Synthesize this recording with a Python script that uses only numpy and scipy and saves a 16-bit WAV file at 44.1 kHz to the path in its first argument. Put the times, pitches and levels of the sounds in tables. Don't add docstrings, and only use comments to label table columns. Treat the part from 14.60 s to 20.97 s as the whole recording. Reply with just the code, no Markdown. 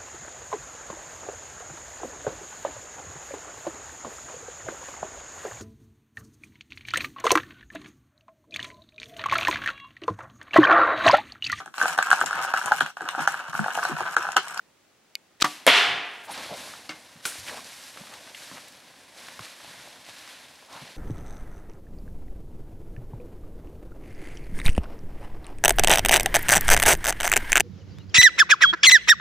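import sys
import numpy as np
from scipy import signal
from scipy.fft import rfft, irfft
from scipy.io import wavfile

SR = 44100
rng = np.random.default_rng(int(sys.argv[2]) if len(sys.argv) > 2 else 0)


def output_pcm(signal):
    pcm = np.clip(np.atleast_2d(signal).T, -1, 1) * 32767
    wavfile.write(sys.argv[1], SR, np.round(pcm).astype(np.int16))


N = 280740
T = np.arange(N) / SR
RING = T[:SR]
SLAM_S = 0.842

# left level/dB, right level/dB
BOW_BALANCE = [
    [0.37],
    [-0.42],
]


def bow():
    return (bow_catch() + string_rush() + limb_slam()) * amp(BOW_BALANCE)


# f/Hz, level/dB, t60/s
CATCH_MODES = [(2200, -30.5, 0.028), (2460, -31.5, 0.028), (2950, -26.5, 0.013), (3740, -23, 0.0071),
               (4680, -16.5, 0.0079), (7300, -25.5, 0.0043), (11300, -22, 0.0018), (13100, -32, .003)]


def bow_catch():
    out = np.zeros((2, N))
    click = band(ring(CATCH_MODES), 1500, 17000)
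    tilt = np.array([[-0.3], [0.3]])
    add(out, 0.5535, click + tilt * np.diff(click, prepend=0))
    return out


# f/Hz, level/dB per Hz
RUSH_COLOUR = [(59, -46), (100, -15), (818, -4), (1080, -15), (1580, -4), (2270, -2), (3190, -6), (3700, 0),
               (4380, -6), (9020, -17), (16000, -30)]
# f/Hz, level/dB per Hz
CRACK_COLOUR = [(50, -23), (140, -16), (330, -6), (600, -10), (1050, -1), (1600, 1), (2500, -4.5),
                (3700, 2.5), (5000, -4), (6300, -5.5), (8900, -13.5), (12000, -29), (13600, -21),
                (16000, -36)]
# f/Hz, level/dB, t60/s
AIR_PUSH_MODES = [(305, -13, 0.012)]
LOOSE_S, LEAVE_S = 0.8015, 0.8241
REST_S = 0.8109


def string_rush():
    out = np.zeros((2, N))
    t = np.arange(LOOSE_S, SLAM_S, 1 / SR)
    level = rush_level(t)
    full_speed = np.clip((t - 0.820) / 0.0026, 0, 1)
    add(out, LOOSE_S, shaped(RUSH_COLOUR, level * np.sqrt(1 - full_speed), width_db=7))
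    add(out, LOOSE_S, shaped(CRACK_COLOUR, level * np.sqrt(full_speed), width_db=7))
    add(out, REST_S, blow(hump(5200, octaves=0.8), db=-19, t60=0.007, width_db=14))
    add(out, 0.8228, ring(AIR_PUSH_MODES) * (1 - np.exp(-RING / 0.00081)))
    return out


RUSH_START_DB, RUSH_TOP_DB, RUSH_CURVE = -40.5, -9.5, 2.6
RUSH_CUT_S, VANES_DB = 0.0058, -42


def rush_level(t):
    run = np.minimum((t - LOOSE_S) / (LEAVE_S - LOOSE_S), 1)
    swell_db = RUSH_START_DB + (RUSH_TOP_DB - RUSH_START_DB) * run ** RUSH_CURVE
    cut = np.maximum(t - LEAVE_S, 0) / RUSH_CUT_S
    return np.maximum(amp(swell_db - 60 * cut ** 3), amp(VANES_DB))


# f/Hz, level/dB, t60/s
LIMB_MODES = [(149, -37, 0.14), (300.6, -30.5, 0.22), (735, -27, 0.17), (963, -18.5, 0.074),
              (1151, -20, 0.15), (1260, -22, .06), (1430, -30, 0.11), (2010, -27, .07), (3200, -39, .2)]
# f/Hz, level/dB per Hz
SLAM_COLOUR = [(24, -56), (40, -40), (290, -6), (479, -14.5), (697, -6), (1020, -8), (1150, 0.5),
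               (1550, -8), (2000, -7), (2380, -15.5), (5720, -19), (12100, -38), (16000, -48)]
# f/Hz, level/dB per Hz
BOW_ECHO_COLOUR = [(35, -61), (60, -32), (294, -7.5), (427, -16), (651, -8), (1170, -6.5), (1380, -9),
                   (2900, -4.5), (9570, -12), (12700, -16), (16000, -41)]


def limb_slam():
    out = np.zeros((2, N))
    add(out, SLAM_S, ring(LIMB_MODES) * (1 - np.exp(-RING / 0.0022)))
    add(out, SLAM_S, blow(SLAM_COLOUR, db=-14.0, t60=0.096, rise=0.0027, width_db=2))
    add(out, 0.8458, blow(hump(6000, octaves=1.0), db=-20.5, t60=0.012, width_db=17))
    add(out, SLAM_S, woods(BOW_ECHO_COLOUR, db=-35.5, hold=0.0086, rise=0.014, damping=0.98))
    return out


# f/Hz, level/dB per Hz
PIERCE_COLOUR = [(59, -43), (100, -27), (595, 6), (1250, -8), (1760, 5), (4570, -11), (6150, -15.5),
                 (9610, -15), (13800, -22), (14700, -32), (16000, -69)]
# f/Hz, level/dB per Hz
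WHACK_COLOUR = [(40, -36), (120, -18), (300, -12), (600, -3), (1000, 0), (1500, -3), (2100, 3),
                (2700, -3.5), (3560, -4), (4300, -11), (5800, -15.5), (8100, -23), (11300, -17.5),
                (13800, -32), (16000, -54)]
# f/Hz, level/dB, t60/s
THUMP_MODES = [(142, -34, 0.14), (266, -22.5, 0.1), (507, -10, 0.055), (645, -10, 0.053)]
# f/Hz, level/dB per Hz
CLANG_COLOUR = [(35, -74), (60, -50), (274, -19), (323, -17.5), (398, -9), (458, -11.5), (651, -12.5),
                (698, -6), (882, -5), (1440, -3), (3120, 0.5), (6740, -20.5), (11500, -30.5), (13600, -41),
                (16000, -86)]
# f/Hz, level/dB
DRUM_MODES = [(284, -42.5), (624, -38), (707, -26.5), (797, -34), (1409, -27.5), (1657, -29), (1707, -36),
              (1981, -28), (2171, -26), (2320, -32), (2420, -27), (2529, -36), (2744, -30), (3033, -32),
              (3162, -32), (3442, -24), (3522, -26), (4130, -31)]
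PIERCE_S, WHACK_S = 1.0658, 1.0735


def arrow():
    out = np.zeros((2, N))
    add(out, PIERCE_S, blow(PIERCE_COLOUR, db=-10.5, t60=0.05, width_db=-8))
    add(out, PIERCE_S, blow(hump(10000, octaves=0.27), db=-12, t60=0.0092, width_db=-6))
    add(out, WHACK_S, ring(THUMP_MODES))
    add(out, WHACK_S, blow(WHACK_COLOUR, db=-7.5, t60=0.14, rise=0.0018, width_db=-17))
    add(out, WHACK_S, woods(CLANG_COLOUR, db=-16.5, hold=0.097, rise=0.008, damping=0.97))
    drum = ring([(hz, db, read(WOODS_DECAY, hz)) for hz, db in DRUM_MODES])
    add(out, WHACK_S, drum * (1 - np.exp(-RING / 0.022)))
    add(out, 1.168, blow(CLANG_COLOUR, db=-13.5, t60=0.17, rise=0.011, width_db=5))
    return out


def bear():
    return scuffs() + footfalls() + stick_snaps() + log_strike()


# middle t/s, length/s, level/dB, centre f/Hz, width/octaves
SCUFF_EVENTS = [(1.656, 0.042, -52, 9000, 0.55), (1.70, .056, -38.5, 820, .38),
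                (1.723, 0.03, -42, 9600, 0.25), (1.784, .06, -41, 750.6, 0.62),
                (1.927, .07, -36.5, 615, 0.46), (2.885, 0.042, -36.5, 1960, 1),
                (2.928, 0.061, -41, 746, 0.64), (2.98, .04, -39.5, 890, 0.89),
                (3.533, 0.067, -47.5, 1000, 0.8), (3.975, .04, -48, 1200, 1.0),
                (6.151, 0.14, -46, 960, 0.63)]


def scuffs():
    out = np.zeros((2, N))
    for s, length, db, hz, octaves in SCUFF_EVENTS:
        stroke = np.sqrt(np.abs(np.sin(np.linspace(0, np.pi, int(length * SR)))))
        envelope = amp(db) * stroke * flutter(len(stroke), depth_db=2.5, over_s=0.004)
        add(out, s - length / 2, shaped(hump(hz, octaves), envelope, width_db=-13))
    return out


# t/s, level/dB, centre f/Hz, t60/s
FOOTFALL_EVENTS = [(1.267, -48, 131, 0.29), (1.297, -46.5, 149, 0.42), (1.691, -52, 270, 0.21),
                   (1.775, -50, 230, .2), (1.907, -41.5, 190, 0.18), (2.296, -49.5, 171, 0.26),
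                   (2.555, -49, 170, 0.17), (2.651, -37, 182, 0.052), (2.785, -48, 85, .28),
                   (2.959, -49.5, 222, 0.36), (3.405, -39.5, 186, 0.081), (3.915, -44, 202, 0.17),
                   (4.794, -39, 105, .08), (5.075, -53, 150, 0.17), (5.17, -53.5, 140, 0.17),
                   (5.481, -56, 130, 0.16), (6.14, -54, 129, .19), (6.217, -39.5, 137, 0.11)]


def footfalls():
    out = np.zeros((2, N))
    for s, db, hz, t60 in FOOTFALL_EVENTS:
        add(out, s, blow(hump(hz, octaves=0.59), db, t60, rise=0.0022))
    return out


# t/s, level/dB, centre f/Hz, width/octaves
SNAP_EVENTS = [(1.93, -33, 800, 0.34), (2.137, -34, 1200, 0.78), (2.6533, -20, 1400, 0.16),
               (2.6531, -20.5, 3630, 1.05), (2.895, -29, 1760, 0.24), (3.3732, -34.5, 1300, 1.1),
               (3.472, -42, 1200, 0.49), (3.538, -35, 2500, 1.1), (3.747, -31.5, 2360, 0.45),
               (3.914, -38, 800, 0.74), (3.98, -36, 1250, .9), (4.082, -43, 5000, 1.3),
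               (4.6845, -33, 1340, 1.15), (4.792, -29.5, 785, 1.34), (6.025, -44, 800, .8)]
# f/Hz, level/dB per Hz
SPLINTER_COLOUR = [(120, -41), (200, -13), (569, -11.5), (763, -13), (1320, -9), (1810, -9), (2290, -6.5),
                   (4770, -13), (9750, -3), (16000, -27)]
SNAP_T60 = 0.023
SPLINTER_S = 2.654


def stick_snaps():
    out = np.zeros((2, N))
    for s, db, hz, octaves in SNAP_EVENTS:
        add(out, s, blow(hump(hz, octaves), db, SNAP_T60))
        add(out, s, blow(hump(hz, octaves), db - 21, t60=0.39, rise=0.0098))
    add(out, SPLINTER_S, blow(SPLINTER_COLOUR, db=-27.0, t60=0.23, rise=0.0024, width_db=0.5))
    return out


# f/Hz, level/dB, t60/s
LOG_MODES = [(311, -39, 0.18), (623, -43, 0.18), (1140, -46, 0.24), (2120, -40, 0.28), (2230, -32.5, 0.08),
             (2800, -33.5, 0.058), (4460, -37, 0.055)]
# f/Hz, level/dB per Hz
LOG_COLOUR = [(59, -45), (100, -28), (310, -8), (1770, -3), (1920, -8), (2180, -7), (2580, -6), (7050, -18),
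              (15000, -38)]
LOG_S = 2.2925


def log_strike():
    out = np.zeros((2, N))
    add(out, LOG_S, ring(LOG_MODES))
    add(out, LOG_S, blow(LOG_COLOUR, db=-34.5, t60=0.19))
    add(out, LOG_S, blow(hump(4200, octaves=0.63), db=-34, t60=0.032))
    return out


# f/Hz, level/dB per Hz
BRUSH_COLOUR = [(40, -21), (80, -6), (160, -6), (270, -1), (410, -8.5), (540, 1), (880, -2), (1050, -1),
                (1210, -6.5), (1600, 0), (3000, -2), (4100, -1), (7000, -9.5), (11000, -12), (13200, -19),
                (16000, -42)]


def brush():
    swish, fizz, weight = stirring()
    ground = weight * colour(band(crackle(per_s=500, wash=1.42), 47, 1080), BRUSH_COLOUR, width_db=1.0)
    twigs = swish * colour(band(crackle(per_s=700, wash=2.2), 975, 4820), BRUSH_COLOUR, width_db=-6.5)
    leaves = fizz * colour(band(crackle(per_s=1300, wash=2.1), 5200, 14700), BRUSH_COLOUR, width_db=-0.5)
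    return (ground + twigs + leaves) * flutter(N, depth_db=1.0, over_s=0.014) + small_snaps(swish)


# t/s, length/s, twig level/dB, leaf level over twigs/dB, ground level over twigs/dB
BUSHES = [(1.673, 0.18, -39.5, -6.5, -6.5), (1.917, .15, -44, -1.5, -5), (2.327, .08, -55.5, -1.5, -5.5),
          (2.618, .17, -45, 1, -13), (2.834, 0.058, -41.5, -1.5, -4), (3.022, 0.26, -49, 0, -15),
          (3.333, 0.36, -51, -2.5, -4.5), (3.723, 0.12, -47, -0.5, -10.5), (3.9, 0.029, -47.5, -2, -4),
          (4.53, 0.21, -49, -3, -7), (4.78, 0.077, -46, -3, -13), (4.972, 0.32, -49, -4.5, -6.5),
          (5.429, 0.3, -48, -5, -11.5), (6.085, .17, -47.5, -7.5, -6)]
# level/dB of twigs, of leaves, of ground
STIR_LEVELS = [-55.5, -59, -59]
BEND_S, SETTLE_DB_PER_S = 0.052, 56
BOLT_S, BOLT_RISE_S = 1.38, 0.12


def stirring():
    t = T[::100]
    power = amp(STIR_LEVELS)[:, None] ** 2 * np.clip((t - BOLT_S) / BOLT_RISE_S, 0, 1) ** 2
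    for s, length, db, leaf_db, ground_db in BUSHES:
        bend = np.clip((t - s) / BEND_S, 0, 1)
        shove = bend * amp(db - SETTLE_DB_PER_S * np.maximum(t - s - length, 0))
        power = power + (amp([[0], [leaf_db], [ground_db]]) * shove) ** 2
    return [np.interp(T, t, level) for level in np.sqrt(power)]


def crackle(per_s, wash):
    size_db = 3.5 * np.minimum(rng.exponential(1, N), 3.5)
    fractures = amp(size_db) * (rng.random(N) < per_s / SR)
    return evened(fractures * rng.choice([-1, 1], (2, N))) + wash * rng.standard_normal((2, N))


TWIGS_PER_S, TWIG_LOW_HZ, TWIG_HIGH_HZ = 14, 800, 5000
TWIG_DB = 5.5


def small_snaps(swish, count=4):
    out = np.zeros((2, N))
    for hz in np.geomspace(TWIG_LOW_HZ, TWIG_HIGH_HZ, count):
        strength = swish * amp(2.5 * rng.uniform(-1.3, 1, N))
        breaks = strength * (rng.random(N) < TWIGS_PER_S / count / SR)
        snap = blow(hump(hz, octaves=0.76), TWIG_DB, SNAP_T60)[:, :SR // 10]
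        add(out, 0, signal.oaconvolve(breaks[None], snap, axes=1))
    return out


# f/Hz, t60/s
WOODS_DECAY = [(100, 1.4), (700, 1.03), (2000, 0.97), (3500, 0.77), (5500, 0.67), (10000, 0.55),
               (15000, 0.61)]


def woods(spectrum, db, hold, rise, damping):
    hz, t, z = signal.stft(noise(spectrum, len(RING), width_db=5.0), SR, nperseg=512)
    z = z * amp(-60 * damping * np.maximum(t - hold, 0) / read(WOODS_DECAY, hz)[:, None])
    scatter = signal.istft(z, SR, nperseg=512)[1][:, :len(RING)]
    return amp(db) * scatter * (1 - np.exp(-RING / rise))


# f/Hz, level/dB per Hz
AIR_COLOUR = [(18, -48), (30, -11), (131, -4.5), (311, -1), (486, -4), (540, -3), (988, -7), (2060, -8),
              (2750, -10), (6720, -15.5), (13300, -25.5), (14800, -27), (16000, -19.5)]


def forest_air():
    return amp(-62.2) * noise(AIR_COLOUR, N, width_db=14.0)


def ring(modes):
    total = 0
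    for k, (hz, db, t60) in enumerate(modes):
        total = total + (-1) ** k * amp(db - 60 * RING / t60) * np.sin(2 * np.pi * hz * RING)
    return total


def blow(spectrum, db, t60, rise=0.00018, width_db=-4):
    return shaped(spectrum, amp(db - 60 * RING / t60) * (1 - np.exp(-RING / rise)), width_db)


def shaped(spectrum, envelope, width_db=0):
    burst = evened(noise(spectrum, len(envelope), width_db) * envelope)
    return burst * np.sqrt(np.mean(envelope ** 2))


def flutter(size, depth_db, over_s):
    knots = np.arange(0, size + SR * over_s, SR * over_s)
    return amp(depth_db * np.interp(np.arange(size), knots, rng.uniform(-2.25, 1, len(knots))))


def hump(hz, octaves):
    f = np.geomspace(20, SR / 2, 200)
    return np.transpose([f, -40 * np.log10(1 + (np.log2(f / hz) / octaves) ** 2 / 2)])


def noise(spectrum, size, width_db=0):
    return colour(rng.standard_normal((2, size)), spectrum, width_db)


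# f/Hz, side-over-mid level/dB
STEREO_WIDTH = [(100, -23.5), (400, -17.5), (800, -20), (2000, -19.5), (4000, -18), (8000, -13),
                (14000, -13)]


def colour(source, spectrum, width_db=0):
    hz = np.fft.rfftfreq(source.shape[1], 1 / SR)
    mid, side = rfft(source) * amp(read(spectrum, hz))
    side = side * amp(read(STEREO_WIDTH, hz) + width_db)
    return evened(irfft([mid + side, mid - side], source.shape[1]))


def band(x, lo_hz, hi_hz):
    sos = signal.butter(3, [lo_hz, min(hi_hz, SR / 2 - 1)], "band", fs=SR, output="sos")
    return signal.sosfilt(sos, x)


def read(points, hz):
    f, value = np.transpose(points)
    return np.interp(np.log(hz + 1), np.log(f + 1), value)


def amp(db):
    return 10 ** (np.asarray(db) / 20)


def evened(x):
    return x / np.sqrt(np.mean(x ** 2) + 1e-20)


def add(mix, s, sound):
    part = mix[:, round(s * SR):][:, :sound.shape[-1]]
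    part += sound[..., :part.shape[1]]


def scene():
    return bow() + arrow() + bear() + brush() + forest_air()


def record(dry):
    thinned = signal.sosfilt(signal.butter(2, 55, "high", fs=SR, output="sos"), dry)
    treble_limit = signal.firwin(511, 15850, window=("kaiser", 9), fs=SR)
    return signal.oaconvolve(np.clip(thinned, -1, 1), treble_limit[None], "same")


dry = scene()
out = record(dry)
output_pcm(out)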